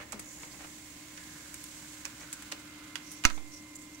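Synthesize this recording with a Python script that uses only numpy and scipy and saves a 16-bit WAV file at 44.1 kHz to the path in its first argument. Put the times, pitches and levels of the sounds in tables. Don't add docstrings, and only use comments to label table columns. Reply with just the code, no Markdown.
import sys
import numpy as np
from scipy import signal
from scipy.fft import rfft, irfft
from scipy.io import wavfile

SR = 44100
rng = np.random.default_rng(int(sys.argv[2]) if len(sys.argv) > 2 else 0)


def inscribe(sig):
    pcm = np.round(np.clip(np.atleast_2d(sig).T, -1, 1) * 32767)
    wavfile.write(sys.argv[1], SR, pcm.astype(np.int16))


N = 176400
TIME = np.arange(N) / SR


# time in seconds, rasp level in dB, hiss level in dB.
FEED_LEVELS = [(0, -64, -58.5), (.2, -59, -58.5), (.4, -60.5, -54), (.7, -59, -53), (1.05, -57, -54.5),
               (1.25, -56.5, -52.5), (1.85, -56.5, -51), (2.15, -56, -54.5), (2.45, -55, -55),
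               (2.8, -55.5, -59), (3.15, -56.5, -56.5), (3.45, -63.5, -57.5), (4, -61.5, -57.5)]
# frequency in Hz, relative level in dB.
RASP_SPECTRUM = [(300, -24), (900, -6), (1500, 0.5), (2600, 0.5), (3300, -1.5), (4300, -4), (6000, -8),
                 (16000, -15)]
HISS_SPECTRUM = [(1500, -29), (4200, -8), (5600, -5), (7200, 1.5), (8300, -2), (9500, -7), (11500, -11),
                 (14000, -11), (16000, -30)]
# time in seconds, frequency in Hz, level in dB.
SHEET_RESONANCE = [(0, 1850, -60), (.85, 1850, -70), (1.15, 1800, -66), (1.19, 1750, -59),
                   (1.5, 1580, -57.5), (1.65, 1650, -65.5), (2.3, 1503, -59.5), (2.7, 1380, -62),
                   (2.95, 1380, -60), (3.2, 1300, -82), (4, 1300, -82)]
def paper(width_hz=430):
    rasp, hiss = (evened(rng.standard_normal((2, N)) + amp(-5) * grains(per_s=1500, spread_db=-0.5))
                  for _ in range(2))
    rasp_db, hiss_db = curves(FEED_LEVELS)
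    friction = amp(rasp_db) * colour(rasp, RASP_SPECTRUM) + amp(hiss_db) * colour(hiss, HISS_SPECTRUM)
    friction *= amp(0.82 * wander(rate_hz=39))
    hz, db = curves(SHEET_RESONANCE)
    carrier = np.exp(2j * np.pi * np.cumsum(hz) / SR)
    pole = np.exp(-np.pi * width_hz / SR)
    slips = signal.lfilter([1], np.poly([pole, pole]), grains(per_s=2000, spread_db=1.5))
    sheet = amp(db) * evened((carrier * slips).real)
    return at_microphones(friction + sheet)


CLACK_S = 3.2519
# frequency in Hz, relative level in dB.
CRACK_SPECTRUM = [(60, -31), (300, -2.5), (480, -24), (800, -6.5), (1300, 6.5), (2200, 2.5), (3300, -2.5),
                  (4500, -4), (6200, -4), (7500, -6), (9000, -13), (12000, -24), (16000, -21)]
# frequency in Hz, relative level in dB, seconds to fall 60 dB.
HOUSING_MODES = [(308, -12.5, 0.134), (703, -17.5, 0.1), (993, -9, 0.081), (1320, 3.5, 0.057),
                 (1510, -25, 0.038), (1720, -28, 0.07), (2170, 7, 0.027), (2515, 2, 0.035),
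                 (2790, 1, 0.022), (3470, -17, 0.026), (4323, -1, 0.04), (4800, -16, .025),
                 (5940, 9, 0.017), (6600, -2, 0.023)]
def clack(right_lag_s=0.00014):
    age = np.maximum(TIME - CLACK_S, 0)
    first_contact = 2.07 * (np.arange(N) == round(CLACK_S * SR))
    chatter = amp(-11) * (TIME >= CLACK_S) * np.exp(-age / 0.0014) * rng.choice([-1, 1], (2, N))
    crack = colour(first_contact + chatter, CRACK_SPECTRUM)
    ring = sum(amp(db - 60 * age / t60) * np.sin(2 * np.pi * hz * age) for hz, db, t60 in HOUSING_MODES)
    left, right = room(crack + amp(-24) * ring, tail_db=-21)
    return pan(-10.5) * np.array([left, np.roll(right, round(right_lag_s * SR))])


# start in seconds, knock level in dB, knock centre in Hz,
# snap level in dB, snap centre in Hz, decay in seconds, pan to the left in dB.
LEVER_CLICKS = [(.122, -41.5, 1400, -34, 7300, 0.0061, -4), (.128, -37, 1200, -49, 6000, 0.0073, -1),
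                (.138, -45, 190, -58, 6000, 0.018, 5), (0.194, -45.5, 1900, -37, 7800, 0.0092, 0.5),
                (.433, -41, 1660, -52, 5040, 0.0047, 4), (.647, -42, 950, -62, 5000, 0.0056, -1),
                (1.175, -44, 1780, -43, 6100, 0.0048, -2), (1.542, -44, 2800, -33.5, 7900, 0.0029, -2),
                (1.640, -49, 2500, -36.5, 7900, 0.0022, -8), (2.049, -44.5, 2000, -44, 6500, 0.004, -6),
                (2.053, -34.5, 2210, -27.5, 6650, 0.002, -6.5), (2.06, -42, 1410, -55, 5000, 0.0066, -1),
                (2.207, -54, 1400, -49, 6000, 0.0054, -1), (2.328, -45, 2140, -32, 8000, 0.0075, -1),
                (2.422, -44.5, 2030, -41, 8000, 0.0046, 2), (2.517, -41, 2300, -36, 6400, 0.0042, 0),
                (2.522, -27.5, 2400, -31, 5800, 0.0019, -2.5), (2.527, -42, 620, -51, 4500, 0.0046, 0.5),
                (2.956, -28, 2320, -34, 5740, 0.0029, -5), (3.116, -54, 2300, -40, 8770, 0.0074, 0),
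                (3.238, -33, 2180, -34, 5870, 0.0039, -3), (3.2445, -29, 2080, -38, 5740, .002, -9),
                (3.2513, -19, 2130, -16.5, 5930, .002, 1), (3.300, -36, 1500, -38, 5770, .0025, -5),
                (3.306, -31.5, 1500, -54, 5000, 0.0022, -3), (3.377, -39.5, 950, -60, 5000, .004, -3.5)]
def clicks():
    knocks, snaps = np.zeros((2, 2, N))
    for start, knock_db, knock_hz, snap_db, snap_hz, decay_s, pan_db in LEVER_CLICKS:
        knock = burst(decay_s, hump(knock_hz, rise=5.3, fall=10))
        snap = burst(decay_s, hump(snap_hz, rise=14.9, fall=16.8))
        add(knocks, start, pan(pan_db) * amp(knock_db) * knock)
        add(snaps, start, pan(pan_db) * amp(snap_db) * snap)
    return at_microphones(knocks) + snaps


# start in seconds, length in seconds, level in dB, centre in Hz.
SHEET_STROKES = [(0.207, 0.29, -51.5, 6820), (0.507, .035, -54, 4800), (1.172, 0.022, -51, 1800),
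                 (2.19, .07, -51.5, 6500), (3.02, 0.2, -54, 5900), (3.115, .04, -53.5, 9000),
                 (3.274, 0.11, -54.5, 6500), (3.51, 0.096, -51, 5700), (3.75, 0.022, -47.5, 7200),
                 (3.785, 0.08, -54.5, 7500), (3.937, .025, -52, 6000)]
def brushes(flutter_db=2.5):
    out = np.zeros((2, N))
    slips = evened(grains(per_s=7500, spread_db=3) * amp(flutter_db * wander(rate_hz=70)))
    for start, length, db, hz in SHEET_STROKES:
        stroke = (swell(start, length, db) * slips)[:, round(start * SR):round((start + length) * SR)]
        add(out, start, colour(stroke, hump(hz, rise=20, fall=16, peak_db=6)))
    return pan(-6) * out


# start in seconds, length in seconds, level in dB.
GEAR_RATTLES = [(-.015, .055, -46), (.125, 0.024, -53), (.37, 0.12, -57.5), (.535, 0.018, -53.5),
                (.59, 0.043, -51), (.63, 0.031, -52), (2.2, .05, -51)]
# frequency in Hz, relative level in dB.
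RATTLE_SPECTRUM = [(60, 3), (150, -11), (400, -3.5), (700, 1), (1100, 0), (1600, 1.5), (2200, 2),
                   (3000, -6.5), (5000, -16), (9000, -17), (16000, -49)]
RUMBLE_SPECTRUM = [(20, -14), (40, -10), (60, 6), (90, -6), (150, 0), (300, -12), (800, -8), (3000, -30)]
def gears():
    impacts = sum(swell(*row) for row in GEAR_RATTLES) * grains(per_s=830, spread_db=-1.5)
    rumble = swell(start=0, length=0.7, db=-62.5) * rng.standard_normal((2, N))
    return at_microphones(colour(impacts, RATTLE_SPECTRUM) + colour(rumble, RUMBLE_SPECTRUM))


# frequency in Hz, level in dB at first, level in dB once the
# microphones have leaned in, pan to the left in dB, pitch wander in Hz.
MOTOR_TONES = [(58, -77, -76, 2.5, 1.86), (68.4, -66.5, -71, 1, 0.98), (170, -72.5, -78.5, 6, 2.16),
               (277.3, -72.5, -68, 0, 1.87), (289.3, -67.5, -64.5, 1.5, 2.03), (303.4, -58, -55, 2, 0.61),
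               (559, -74, -73.5, 2.5, 0.82), (1026, -70.5, -69, -9.5, 1.9),
               (2080, -67.5, -61.5, -7.5, 0.88), (2190, -67.5, -87, 5.5, 1.44), (6330, -72, -90, -8, 4),
               (15353, -73, -79, 0, 25), (15655, -73, -80, 8, 25)]
# frequency in Hz, relative level in dB.
AIR_SPECTRUM = [(20, -7), (40, -12), (65, -3), (130, 2), (230, 1), (330, 1), (410, -10), (520, -8.5),
                (800, -10.5), (1020, -9), (1200, -11), (1700, -14), (2150, -7), (3300, -16.5),
                (8000, -22.5), (16000, -28)]
def fan_and_motors(lean_start_s=2.47, lean_takes_s=0.29):
    out = amp(-56) * at_microphones(colour(rng.standard_normal((2, N)), AIR_SPECTRUM))
    lean = np.clip((TIME - lean_start_s) / lean_takes_s, 0, 1)
    for hz, first_db, last_db, pan_db, wander_hz in MOTOR_TONES:
        phase = 2 * np.pi * np.cumsum(hz + wander_hz * wander(rate_hz=7.8)) / SR
        level = amp(first_db + (last_db - first_db) * lean + 0.64 * wander(rate_hz=7.4))
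        right_shift = np.arccos(np.clip(read(PAIR_LIKENESS, hz), -1, 1))
        out += np.sqrt(2) * level * pan(pan_db) * np.sin([phase, phase + right_shift])
    return out


# frequency in Hz, seconds to fall 60 dB.
ROOM_DECAY = [(100, 0.54), (500, 0.34), (1400, 0.24), (4000, 0.16), (10000, 0.08), (16000, 0.047)]
def room(x, tail_db, early_db=-14, early_decay_s=0.0037):
    t = np.arange(SR // 2) / SR
    arrivals = (rng.random((2, 2, len(t))) < 3000 / SR) * (t > 0.002)
    early, tail = rng.standard_normal(arrivals.shape) * arrivals
    early *= np.exp(-t / early_decay_s)
    hz, age, bands = signal.stft(tail, SR, nperseg=256)
    bands *= amp(-60 * age / read(ROOM_DECAY, hz)[:, None])
    tail = signal.istft(bands, SR, nperseg=256)[1][:, :len(t)]
    echo = amp(early_db) * unit_energy(early) + amp(tail_db) * unit_energy(tail)
    return x + signal.oaconvolve(x, echo, axes=1)[:, :N]


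# frequency in Hz, correlation (capped at 1 in use).
PAIR_LIKENESS = [(60, 1.2), (240, 1), (480, 0.89), (950, 0.52), (1900, 0.2), (4000, 0)]
# frequency in Hz, left over right in dB.
PAIR_BALANCE = [(60, -1), (480, 1.5), (950, -1), (1900, -3), (3700, -9.5), (5500, -8), (8000, -6),
                (9500, -1.5), (11500, 7), (13500, -1.5), (16000, 2)]
def at_microphones(x):
    hz = np.fft.rfftfreq(N, 1 / SR)
    left, unrelated = rfft(x)
    likeness = np.clip(read(PAIR_LIKENESS, hz), -1, 1)
    right = likeness * left + np.sqrt(1 - likeness ** 2) * unrelated
    tilt = amp(read(PAIR_BALANCE, hz) / 2)
    return irfft(np.array([left * tilt, right / tilt]), N)


def amp(db):
    return 10 ** (np.asarray(db) / 20)


def evened(x):
    return x / np.sqrt(np.mean(x ** 2) + 1e-20)


def unit_energy(x):
    return x / np.linalg.norm(x, axis=-1, keepdims=True)


def read(points, hz):
    table_hz, value = np.transpose(points)
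    return np.interp(np.log(hz + 1), np.log(table_hz + 1), value)


def curves(rows):
    times, *columns = np.transpose(rows)
    return [np.interp(TIME, times, column) for column in columns]


def pan(db):
    return amp(np.array([[db], [-db]]) / 2)


def wander(rate_hz):
    hz = np.fft.rfftfreq(N, 1 / SR)
    return evened(irfft(rfft(rng.standard_normal(N)) / (1 + (hz / rate_hz) ** 2), N))


def colour(x, spectrum):
    log_gain = np.log(amp(read(spectrum, abs(np.fft.fftfreq(4096, 1 / SR)))))
    response = np.exp(signal.hilbert(log_gain).conj())
    taps = unit_energy(np.fft.ifft(response).real[:2048])
    return signal.oaconvolve(x, taps[None], axes=1)[:, :N]


def hump(centre_hz, rise, fall, peak_db=0):
    octaves = np.array([-6, -0.25, 0, 0.25, 5])
    db = np.where(octaves < 0, rise, -fall) * octaves + peak_db * (octaves == 0)
    return np.transpose([centre_hz * 2 ** octaves, db])


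def grains(per_s, spread_db):
    size = amp(spread_db * np.minimum(rng.exponential(1, (2, N)), 4))
    return evened(size * rng.choice([-1, 1], (2, N)) * (rng.random((2, N)) < per_s / SR))


def swell(start, length, db):
    progress = np.clip((TIME - start) / length, 0, 1)
    return amp(db) * np.sqrt(abs(np.sin(np.pi * progress)))


def burst(decay_s, spectrum):
    t = np.arange(SR // 10) / SR
    puff = colour(np.exp(-t / decay_s) * rng.standard_normal((2, len(t))), spectrum)
    return unit_energy(puff) * np.sqrt(decay_s * SR / 2)


def add(mix, start, sound):
    part = mix[:, round(start * SR):][:, :sound.shape[1]]
    part += sound[:, :part.shape[1]]


def scene():
    return paper() + clack() + room(clicks() + gears(), tail_db=-9) + brushes() + fan_and_motors()


def record(dry, recovery_s=0.041, cutoff_hz=15950):
    age = np.maximum(TIME - CLACK_S, 0)
    onset = 1 - np.exp(-age / 0.0018)
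    swing_back = (1 - age / recovery_s) * np.exp(-age / recovery_s)
    left, right = dry
    clipped = np.clip([left, right - 0.26 * onset * swing_back], -1, 1)
    lowpass = signal.firwin(511, cutoff_hz, window=("kaiser", 9), fs=SR)
    return signal.oaconvolve(clipped, lowpass[None], "same")


dry = scene()
out = record(dry)
inscribe(out)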